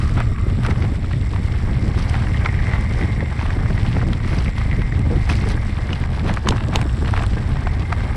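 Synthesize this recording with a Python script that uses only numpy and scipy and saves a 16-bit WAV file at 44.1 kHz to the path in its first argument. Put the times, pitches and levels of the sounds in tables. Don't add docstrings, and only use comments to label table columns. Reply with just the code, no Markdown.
import sys
import numpy as np
from scipy import signal
from scipy.fft import rfft, irfft, next_fast_len
from scipy.io import wavfile
from scipy.ndimage import uniform_filter1d, map_coordinates

SR = 44100
rng = np.random.default_rng(int(sys.argv[2]) if len(sys.argv) > 2 else 0)


def transcribe(signal):
    frames = np.atleast_2d(signal).T
    limited = np.clip(frames, -1, 1)
    pcm = np.round(limited * 32767).astype(np.int16)
    wavfile.write(sys.argv[1], SR, pcm)


N = 359856

# time in seconds, soil roll in dB, litter crunch in dB.
TYRE_LEVELS = [(0, -54, -37.5), (.39, -53, -47), (.75, -38.5, -43), (1.09, -47, -44.5), (1.54, -40.5, -42),
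               (1.88, -41.5, -42.5), (2.4, -37, -42.5), (3.25, -38.5, -41.5), (3.54, -37, -42.5),
               (4.45, -41, -38), (5.04, -41.5, -45), (5.42, -38, -37), (5.65, -40.5, -42), (6.6, -38, -44),
               (6.95, -40.5, -43.5), (8.16, -37.5, -42.5)]
# time in seconds, level in dB.
HOLLOW_LEVELS = [(0, -38.5), (.25, -44.5), (.42, -40.5), (.6, -50), (1, -95)]
# centre in seconds, half-length in seconds, dip in dB.
CREST_DIPS = [(.36, 0.013, -7), (1.0, 0.051, -3), (1.3, 0.01, -4.5), (3.3, 0.088, -3), (4.19, 0.03, -4.5),
              (4.53, 0.02, -6.5), (4.91, 0.015, -5.5), (6.42, 0.029, -4), (6.61, .018, -2.5),
              (7.87, 0.021, -4.5)]
# centre in seconds, half-length in seconds, grinding in dB, spray in dB.
ROUGH_PATCHES = [(0.198, 0.03, -32.5, -51), (0.652, 0.019, -30, -42), (0.708, 0.012, -34, -45),
                 (0.84, 0.017, -32, -49), (1.988, 0.029, -45, -44), (2.157, 0.075, -35, -46.5),
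                 (2.743, 0.028, -31, -49), (3.434, 0.093, -40, -48), (4.346, 0.047, -36.5, -47),
                 (5.312, 0.013, -33, -33.5), (5.51, 0.017, -32, -40), (6.285, 0.021, -28, -39.5),
                 (6.555, 0.03, -37, -64), (6.75, 0.025, -28, -52), (6.81, .025, -44, -65),
                 (7.084, 0.013, -33, -46), (7.16, 0.038, -36.5, -45)]
# centre in seconds, half-length in seconds, level in dB.
STONE_SLIPS = [(.707, 0.0044, -44), (0.828, 0.0053, -49), (1.992, 0.0026, -38), (2.025, .005, -41),
               (2.093, .007, -41), (4.388, .004, -36), (4.584, .003, -45), (5.298, 0.0044, -35.5),
               (5.322, 0.019, -47), (5.365, .012, -45), (5.52, .014, -48), (5.932, 0.0034, -41)]
# time in seconds, level in dB, centre in Hz.
TWIG_CRACKS = [(.172, -33, 2200), (0.22, -33, 2400), (.362, -34, 2100), (.385, -33, 2300),
               (.635, -38, 3000), (.76, -36, 2300), (.824, -31, 2900), (.852, -37, 2700),
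               (1.044, -40, 3300), (1.134, -38, 3200), (1.363, -36, 3800), (1.516, -42, 3200),
               (1.541, -33, 1900), (1.766, -35, 2600), (1.989, -41, 3830), (2.026, -35, 3820),
               (2.27, -27.5, 1980), (2.373, -32, 3000), (2.449, -33, 3300), (2.488, -33, 2800),
               (2.549, -36, 3000), (3.036, -36, 3400), (3.198, -43, 3200), (3.26, -34, 2600),
               (3.305, -36, 2300), (3.402, -32, 3200), (3.413, -35, 3200), (3.464, -29, 2300),
               (3.707, -36, 3000), (3.815, -37, 3200), (3.871, -35, 2800), (4.133, -26.5, 3130),
               (4.203, -32, 2200), (4.331, -30, 2300), (4.387, -33, 3000), (4.461, -27, 2300),
               (4.583, -33, 3400), (4.819, -27, 2000), (5.782, -31, 1900), (5.906, -29.5, 2970),
               (5.931, -24, 2930), (6.132, -38.5, 3200), (6.164, -37, 3200), (6.196, -31, 3180),
               (6.293, -28.5, 2800), (6.312, -29, 1900), (6.582, -31, 2800), (6.608, -34, 2900),
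               (6.639, -32, 2700), (6.895, -33, 2800), (7.048, -27, 2000), (7.06, -31, 3100),
               (7.081, -31, 3000), (7.166, -23.5, 2400), (7.195, -28.5, 3100), (7.237, -31, 2100),
               (7.335, -33, 2900), (7.382, -33, 2100), (7.57, -38, 4200), (7.674, -39, 4000),
               (7.797, -35.5, 4200), (7.823, -35, 2800), (8.006, -28.5, 1900)]
# time in seconds, level in dB.
GRIT_CLICKS = [(0.203, -35), (.5, -40), (.635, -38), (0.665, -30.5), (2.097, -32), (2.811, -40),
               (2.926, -40), (3.832, -37), (4.087, -39), (4.447, -36), (4.993, -39), (5.2914, -36),
               (5.3105, -43), (5.355, -32.5), (5.458, -46), (5.4887, -34), (5.503, -40), (5.519, -38),
               (6.34, -30.5), (6.347, -43), (6.364, -40), (6.509, -42), (6.5627, -41), (6.57, -36),
               (6.685, -36.5), (6.74, -35), (6.791, -41), (6.815, -28.5), (7.079, -37), (7.11, -36),
               (7.177, -39), (7.225, -35), (7.236, -40), (7.265, -32.5), (7.9275, -35)]
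# time in seconds, level in dB, centre in Hz.
CHAIN_KNOCKS = [(0.177, -23.5, 1130), (.186, -36, 1300), (0.205, -22.5, 1120), (.651, -22, 1540),
                (0.665, -23, 1400), (.687, -26, 1030), (.714, -31, 1900), (0.761, -40, 1100),
                (.823, -29, 1640), (.852, -32, 1430), (1.046, -31, 1620), (1.113, -29, 1605),
                (1.336, -28.5, 1300), (1.362, -28, 1210), (1.977, -28, 1200), (2.143, -24.5, 1610),
                (2.154, -25, 1430), (2.46, -16.5, 1160), (2.737, -25, 1198), (3.393, -26.5, 1700),
                (3.413, -25.5, 1620), (3.429, -29, 1400), (3.454, -31, 1600), (3.506, -24.5, 1470),
                (3.66, -28, 1450), (3.968, -23.5, 790), (4.016, -27, 1570), (4.027, -27, 896),
                (4.248, -31, 1720), (4.346, -34, 1400), (4.581, -26.5, 1190), (4.615, -26.5, 1550),
                (5.17, -34, 1000), (5.297, -24.5, 1680), (5.44, -28, 1600), (5.893, -28, 1420),
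                (6.039, -26, 1500), (6.297, -22, 873), (6.373, -20, 1140), (6.473, -16, 1530),
                (6.524, -20, 1023), (6.563, -27, 1300), (6.582, -32, 1220), (6.607, -27, 1370),
                (6.731, -25, 1100), (6.791, -26, 1000), (6.815, -25, 950), (6.827, -28.5, 1700),
                (7.079, -30, 1750), (7.09, -25.5, 1100), (7.139, -17, 1270), (7.177, -20.5, 1200),
                (7.193, -29, 1300), (7.207, -27, 1100), (7.222, -25.5, 1820), (7.239, -25, 1200),
                (7.568, -27.5, 1200), (7.672, -19.5, 940), (7.927, -16.5, 1180)]
# time in seconds, crack level in dB, thud and ring in dB
# relative to the crack, pitch of the struck links in Hz.
CHAIN_SLAPS = [(6.4887, -12, -2, -19, 3400), (6.5083, -18.5, 2, -23, 3900), (6.7588, -12, -2, -16, 3500)]
# pitch in Hz, relative level in dB, seconds to fall 60 dB.
STEEL_MODES = [(1750, -6, .03), (2245, -12, .03), (2950, -3, .03), (4100, -12, .04), (5400, -21, .1),
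               (7520, -22, .22), (7980, -21, .12), (10700, -17, .04), (13050, -21, .03)]
# time in seconds, level in dB.
FRAME_JOLTS = [(.168, -17.5), (0.467, -18.5), (.528, -23), (.588, -20), (.69, -17.5), (.84, -20),
               (.92, -19), (1.868, -21), (1.968, -18), (3.008, -22), (3.228, -19), (3.568, -21),
               (3.638, -20), (3.709, -16), (3.968, -17), (4.028, -22), (4.378, -18), (4.79, -19),
               (4.998, -17.5), (5.17, -20.5), (5.31, -19.5), (6.168, -24), (6.248, -18.5), (6.308, -19),
               (6.688, -21), (6.858, -22), (7.028, -24)]
# centre in seconds, half-length in seconds, frame shake in dB.
BUMPY_STRETCHES = [(0.693, 0.063, -32), (1.864, 0.051, -29), (3.005, 0.064, -25), (3.627, 0.13, -33),
                   (4.047, 0.11, -27), (4.405, 0.082, -27.5), (5.11, 0.058, -24.5), (5.494, 0.067, -28.5),
                   (5.91, 0.036, -27.5), (6.12, 0.013, -26), (6.278, 0.038, -26.5), (6.487, .034, -19),
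                   (6.74, 0.11, -29.5)]
# time in seconds, level in dB.
BRAKE_LEVELS = [(0, -47.5), (1.04, -47.5), (2.2, -42.5), (2.45, -35.5), (3.1, -39), (3.5, -42), (4.35, -43),
                (4.75, -40), (5.1, -44), (5.39, -39), (6.25, -49), (6.55, -68), (7.2, -75), (7.41, -47),
                (7.8, -41), (8.16, -44)]
# time in seconds, level in dB, pitch in Hz.
METAL_PINGS = [(0.709, -19.5, 1970), (1.134, -20, 1990), (2.143, -19, 1980), (2.345, -20, 1920),
               (2.461, -10, 2040), (2.543, -22, 2016), (2.592, -19.5, 1940), (2.67, -17.5, 2020),
               (2.736, -14, 2000), (3.013, -16, 1940), (3.027, -16.5, 2000), (3.207, -17, 1900),
               (3.779, -18.5, 2010), (4.482, -19.5, 2140), (4.714, -17.5, 2030), (4.73, -17, 1970),
               (4.924, -17.5, 1960), (5.294, -15.5, 1870), (5.3, -13, 2560), (5.335, -19, 2230),
               (5.415, -25, 2200), (5.932, -13, 2950)]
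# time in seconds, ratchet teeth per second.
TOOTH_RATES = [(0, 101), (1.2, 105), (2, 115), (2.95, 131), (3.6, 97), (4.6, 97), (4.8, 82), (5.35, 154),
               (5.55, 120), (6.05, 67), (6.8, 85), (7.25, 123), (7.75, 77), (8.16, 118)]
# time in seconds, relative level in dB.
PAWL_LEVELS = [(0, -5.5), (1.2, -6.5), (3, -7), (5.9, -8), (6.45, -9), (6.8, 0), (7.3, -6.5), (8.16, -8)]
# time in seconds, level in dB.
RUMBLE_LEVELS = [(0, -16.5), (.8, -17.5), (1.1, -18.5), (2, -17.5), (3, -17.5), (3.4, -18.5), (3.92, -16.5),
                 (4.2, -18), (5.1, -16.5), (5.55, -17.5), (5.75, -20.5), (6.5, -19.5), (7.3, -17),
                 (8.16, -20)]

# frequency in Hz, relative level in dB.
ROLL_SPECTRUM = [(150, -33), (400, 6.5), (600, 4.5), (780, 10), (1000, 6), (1170, 9), (1400, 0.5),
                 (1620, 8), (1900, -1.5), (2500, -23), (3200, -7), (5000, -73), (9000, -76)]
LITTER_SPECTRUM = [(700, 2), (2000, 8.5), (2800, 3.5), (3600, 1), (4400, -0.5), (5400, -3), (6200, -9.5),
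                   (7000, -14), (8200, -10.5), (9400, -17), (10600, -13), (11500, -21.5), (15000, -44)]
GRIND_SPECTRUM = [(200, -21.5), (450, 2.5), (750, 7.5), (1200, 1), (1900, 0), (2800, -5.5), (4500, -14),
                  (9000, -60)]
SPRAY_SPECTRUM = [(1000, -20), (2500, 13), (3800, 14), (5000, 7), (5650, 5), (6150, 5), (6900, -15),
                  (8000, -12), (10200, 0), (15000, -35)]
TWIG_SPECTRUM = [(400, -24), (1000, 22), (5500, -4), (7000, -10.5), (11000, -11), (15000, -29)]
STONE_SPECTRUM = [(800, -33), (2500, 21.5), (5500, 11), (7000, 5.5), (8200, 11), (10500, 1.5), (15000, -19)]
CLACK_SPECTRUM = [(250, -17.5), (700, 7), (1500, 1), (2200, 0), (3300, -10.5), (6000, -15), (12000, -44)]
THUD_SPECTRUM = [(30, 46), (90, 40), (200, -29), (400, 32), (650, -5), (1500, -42), (4000, -87)]
SLAP_SPECTRUM = [(150, -2), (450, 11.5), (800, 7), (1300, 1.5), (2500, -1), (3400, -4.5), (4500, -7),
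                 (6500, -11), (7800, -12), (11000, -25), (13200, -31), (15000, -42)]
JOLT_SPECTRUM = [(70, -20.5), (135, 0), (190, -0.5), (280, -7), (420, -14), (700, -24), (2500, -77.5)]
SHAKE_SPECTRUM = [(60, -40.5), (130, 1.5), (180, 0), (230, -4), (300, -6), (420, -11.5), (600, -17),
                  (1200, -28.5), (3000, -104)]
WIND_SPECTRUM = [(12, -42), (25, -1), (45, -2.5), (75, -0.5), (100, -3), (125, -6), (150, -21),
                 (220, -16.5), (400, -60), (900, -88)]
HOUSING_RESPONSE = [(10000, 0), (11100, -1.5), (11900, -7.5), (12900, -2), (14000, 0), (15400, -25)]

# centre in Hz, width in Hz, relative level in dB.
SCRAPE_MODES = [(4750, 650, 9), (5000, 1100, 5), (6100, 380, -2)]
DISC_MODES = [(2080, 62, 9), (1925, 70, 5), (2195, 70, -3), (5450, 150, -3)]
HUB_MODES = [(3670, 270, 6.5), (4770, 420, -15), (5450, 220, 7), (7470, 71, 12), (7950, 460, 9),
             (10500, 830, -12)]
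CARCASS_MODES = [(80, 31, 1), (114.2, 22, 1)]


def tyres(roll_db, crunch_db, tick_db=-21):
    clumps_db = 2.4 * wobble(70)
    soil = grains(rate=800, spread_db=4.5) + .55 * noise()
    roll = unit(causal(soil * amp(clumps_db), colour(ROLL_SPECTRUM)))
    litter = sum(crushed_litter(hz) for hz in 800 * 2 ** np.arange(5))
    crunch = unit(litter * amp(.45 * clumps_db + 1.2 * wobble(18)))
    ticks = unit(causal(grains(rate=16, spread_db=2.3), colour(STONE_SPECTRUM)))
    ring = unit(causal(soil, lambda f: resonances([(1170, 240, 0)])(f) ** 2))
    hollow = amp(curves(HOLLOW_LEVELS)[0]) * ring
    return amp(roll_db) * roll + amp(crunch_db) * (crunch + amp(tick_db) * ticks) + hollow


def crushed_litter(hz, stray_db=2.3):
    octave = colour([(hz / 4, -70), (hz / 2, -26), (hz / 1.35, 0),
                     (hz * 1.35, 0), (hz * 2, -26), (hz * 4, -70)])
    cracks = (grains(rate=900, spread_db=3.6) + .5 * noise()) * amp(stray_db * wobble(160))
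    return causal(cracks, lambda f: colour(LITTER_SPECTRUM)(f) * octave(f))


def rough_ground(rattle_db=-1, gravel_db=-7):
    def dirt(spectrum):
        return unit(causal(grains(rate=2200, spread_db=3.2) + .31 * noise(), colour(spectrum)))

    grind_gain = swells((s, half, amp(db)) for s, half, db, _ in ROUGH_PATCHES)
    spray_gain = swells((s, half, amp(db)) for s, half, _, db in ROUGH_PATCHES)
    gravel = unit(causal(grains(rate=80, spread_db=2), colour(STONE_SPECTRUM)))
    chain = chain_rattle(rate=110, spread_db=1.3)
    grind = unit(dirt(GRIND_SPECTRUM) + amp(rattle_db) * chain)
    spray = unit(dirt(SPRAY_SPECTRUM) + amp(gravel_db) * gravel)
    return grind_gain * grind + spray_gain * spray


def scrapes():
    band = colour([(2500, -30), (4000, 0), (6300, 0), (7000, -22), (12000, -36)])
    slips = grains(rate=3000, spread_db=2) + .6 * noise()
    hiss = unit(causal(slips, lambda f: resonances(SCRAPE_MODES)(f) * band(f)))
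    return swells((s, half, amp(db)) for s, half, db in STONE_SLIPS) * hiss


def twigs():
    out = np.zeros(N)
    for s, db, hz in TWIG_CRACKS:
        wood = lambda f: resonances([(hz, .47 * hz, 0)])(f) * colour(TWIG_SPECTRUM)(f)
        add(out, s, amp(db) * burst(wood, t60=.012, rise_t60=.011, tail_db=-16, tail_t60=.1, snap=.5))
    return out


def grit():
    out = np.zeros(N)
    for s, db in GRIT_CLICKS:
        click = burst(colour(STONE_SPECTRUM), t60=.006, rise_t60=.005, tail_db=-19, tail_t60=.04, snap=.5)
        add(out, s, amp(db) * click)
    return out


def chain_rattle(rate, spread_db):
    contacts = decay(np.abs(grains(rate, spread_db)), t60=.03)
    return unit(causal(contacts * noise(), frame_response(hz=1350)))


def frame_response(hz):
    return lambda f: resonances([(hz, .8 * hz, 0)])(f) * colour(CLACK_SPECTRUM)(f)


def chain_knocks(thud_db=-24):
    out = np.zeros(N)
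    for s, db, hz in CHAIN_KNOCKS:
        clack = burst(frame_response(hz), t60=.014, rise_t60=.017, tail_db=-15, tail_t60=.08, snap=.45)
        thud = burst(colour(THUD_SPECTRUM), t60=.028, rise_t60=.022, tail_db=-20, tail_t60=.091)
        add(out, s, amp(db) * (clack + amp(thud_db) * thud))
    return out


def chain_slaps(link_t60=.03):
    out, t = np.zeros(N), np.arange(SR // 2) / SR
    for s, db, thud_db, ring_db, link_hz in CHAIN_SLAPS:
        ring = sum(amp(level - 60 * t / t60) * np.sin(2 * np.pi * (hz * t + rng.random()))
                   for hz, level, t60 in STEEL_MODES + [(link_hz, 0, link_t60)])
        stay = lambda f: colour(SLAP_SPECTRUM)(f) * (1 + resonances([(link_hz, 700, 3)])(f))
        crack = burst(stay, t60=.011, rise_t60=.012, tail_db=-25, tail_t60=.12, snap=.7)
        thud = burst(colour(THUD_SPECTRUM), t60=.067, rise_t60=.0077, tail_db=-20, tail_t60=.1)
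        add(out, s, amp(db) * (crack + amp(thud_db) * thud))
        add(out, s, amp(db + ring_db) * ring, lead=0)
    return out


def jolts():
    out = np.zeros(N)
    for s, db in FRAME_JOLTS:
        shudder = burst(colour(JOLT_SPECTRUM), t60=.069, rise_t60=.051, tail_db=-19.5, tail_t60=.08)
        add(out, s, amp(db) * shudder)
    return out


def brake_disc():
    rub_db, = curves(BRAKE_LEVELS)
    disc = lambda f: resonances(DISC_MODES)(f) * resonances([(2050, 900, 0)])(f)
    touches = (grains(rate=340, spread_db=.7) + .4 * noise()) * amp(.6 * wobble(45))
    return amp(rub_db) * unit(causal(touches, disc))


def pings(ring_cycles=40, attack_s=.00023, lead_s=.001125, smear_hz=110, overtone_db=-24, tap_db=-21):
    rings, taps, t = np.zeros(N), np.zeros(N), np.arange(SR // 10) / SR
    for s, db, hz in METAL_PINGS:
        waver = unit(uniform_filter1d(rng.standard_normal(len(t)), size=50))
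        phase = 2 * np.pi * np.cumsum(hz + smear_hz * waver) / SR
        tone = np.sin(phase) + amp(overtone_db) * np.sin(1.9 * phase)
        envelope = amp(-60 * t * hz / ring_cycles) * (1 - np.exp(-t / attack_s))
        add(rings, s - lead_s, amp(db) * tone * envelope, lead=0)
        tap = burst(colour(CLACK_SPECTRUM), t60=.01, rise_t60=.007, tail_db=-20, tail_t60=.04)
        add(taps, s, amp(db + tap_db) * tap)
    return causal(rings, colour([(4500, 0), (9000, -24)])) + taps


def freehub(scatter_s=.0003, lag_s=.0024, second_db=-4, base_db=-49):
    rate, = curves(TOOTH_RATES)
    teeth_passed = np.floor(np.cumsum(rate) / SR)
    tooth_times = np.flatnonzero(np.diff(teeth_passed)) / SR
    chance = rng.standard_normal((len(tooth_times), 4))
    times = tooth_times[:, None] + [0, lag_s] + scatter_s * chance[:, :2]
    sizes = amp(np.array([0, second_db]) + 2 * chance[:, 2:])
    drops = np.bincount(np.abs(times * SR).astype(int).ravel(), sizes.ravel(), N)[:N]
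    chatter = decay(drops, t60=.008) * noise()
    shell = colour([(1500, -12), (3500, 1.5), (10800, -7.5), (12500, -11)])
    ticks = unit(causal(chatter, lambda f: resonances(HUB_MODES)(f) * shell(f)))
    return amp(base_db + curves(PAWL_LEVELS)[0]) * ticks


def rumble(load_db, boom_db=-6, shake_db=-31):
    buffet = unit(filtered(noise(), colour(WIND_SPECTRUM)))
    carcass = lambda f: resonances(CARCASS_MODES)(f) * resonances([(95, 90, 0)])(f)
    booms = unit(filtered(grains(rate=30, spread_db=1), carcass))
    deep = unit(buffet + amp(boom_db) * booms)
    power = np.abs(uniform_filter1d(deep ** 2, size=3000))
    deep = unit(deep / np.sqrt(power + .32))
    flutter_db = 5.5 * np.tanh(wobble(70))
    shake = unit(filtered(noise() * amp(flutter_db), colour(SHAKE_SPECTRUM)))
    wind_db, = curves(RUMBLE_LEVELS)
    plain = amp(shake_db + wind_db - wind_db.mean())
    bumps = swells((s, half, amp(db)) for s, half, db in BUMPY_STRETCHES)
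    return amp(load_db) * (amp(wind_db) * deep + np.hypot(plain, bumps) * shake)


def amp(db):
    return 10 ** (np.asarray(db) / 20)


def unit(x):
    return x / np.sqrt(np.mean(x ** 2) + 1e-20)


def noise():
    return rng.standard_normal(N)


def colour(points):
    f, db = np.transpose(points)
    return lambda hz: amp(np.interp(np.log(hz + 1), np.log(f), db))


def resonances(modes):
    return lambda f: sum(amp(db) * 1j * f * w / (c * c - f * f + 1j * f * w) for c, w, db in modes)


def curves(rows):
    s, *columns = np.transpose(rows)
    return [np.interp(np.arange(N) / SR, s, column) for column in columns]


def wobble(rate):
    return map_coordinates(rng.standard_normal(int(N * rate / SR) + 4), [np.arange(N) * rate / SR])


def swells(rows):
    track, t = np.zeros(N), np.arange(-SR // 3, SR // 3) / SR
    for s, half, height in rows:
        bell = height * np.exp(-.5 * (t / half) ** 2)
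        add(track, s, bell[max(SR // 3 - round(s * SR), 0):], lead=SR // 3)
    return track


def decay(impacts, t60):
    return signal.lfilter([1], [1, -amp(-60 / (t60 * SR))], impacts)


def filtered(x, response):
    size = next_fast_len(len(x) + SR // 10)
    return irfft(rfft(x, size) * response(np.fft.rfftfreq(size, 1 / SR)), size)[:len(x)]


def causal(x, response, size=2048):
    gain = np.abs(response(np.fft.rfftfreq(size, 1 / SR)))
    cepstrum = irfft(np.log(np.maximum(gain, 1e-6)))
    cepstrum[1:size // 2] *= 2
    cepstrum[size // 2 + 1:] = 0
    return signal.oaconvolve(x, irfft(np.exp(rfft(cepstrum))))[:len(x)]


def grains(rate, spread_db):
    chance = rng.random((N // 16, 3))
    positions = np.cumsum(-np.log(1 - chance[:, 0])) * SR / rate
    sizes = amp(spread_db * np.minimum(-np.log(1 - chance[:, 1]), 4))
    impacts = sizes * np.sign(chance[:, 2] - .5)
    inside = positions < N
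    return unit(np.bincount(positions[inside].astype(int), impacts[inside], N))


def burst(response, t60, rise_t60, tail_db, tail_t60, snap=0, size=5000, lead=900):
    t = (np.arange(size) - lead) / SR
    blow = amp(-60 * np.abs(t) / np.where(t < 0, rise_t60, t60))
    blow[lead] += snap * np.linalg.norm(blow)
    tail = amp(tail_db - 60 * np.abs(t) / np.where(t < 0, tail_t60 / 2, tail_t60))
    rattle = unit(rng.random(size) < .04)
    contact = causal((blow + tail * rattle) * rng.choice([-1, 1], size), response)
    return contact / np.sqrt(uniform_filter1d(contact ** 2, size=132).max())


def add(track, s, sound, lead=900):
    part = track[max(round(s * SR) - lead, 0):][:len(sound)]
    part += sound[:len(part)]


def scene(loose_chain_db=-17):
    load_db = swells(CREST_DIPS)
    roll_db, crunch_db = np.array(curves(TYRE_LEVELS)) + .84 * load_db
    ground = tyres(roll_db, crunch_db) + rough_ground() + scrapes() + twigs() + grit()
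    stray_rattle = amp(roll_db + loose_chain_db) * chain_rattle(rate=10, spread_db=5)
    chain = stray_rattle + chain_knocks() + chain_slaps()
    return (ground + chain + rumble(load_db) + jolts() + brake_disc() + pings() + freehub())[None]


def record(dry, ceiling=.93, top_hz=15460):
    held = dry / (1 + np.abs(dry / ceiling) ** 8) ** (1 / 8)
    housing = lambda hz: colour(HOUSING_RESPONSE)(hz) * (hz < top_hz)
    return np.array([filtered(channel, housing) for channel in held])


dry = scene()
out = record(dry)
transcribe(out)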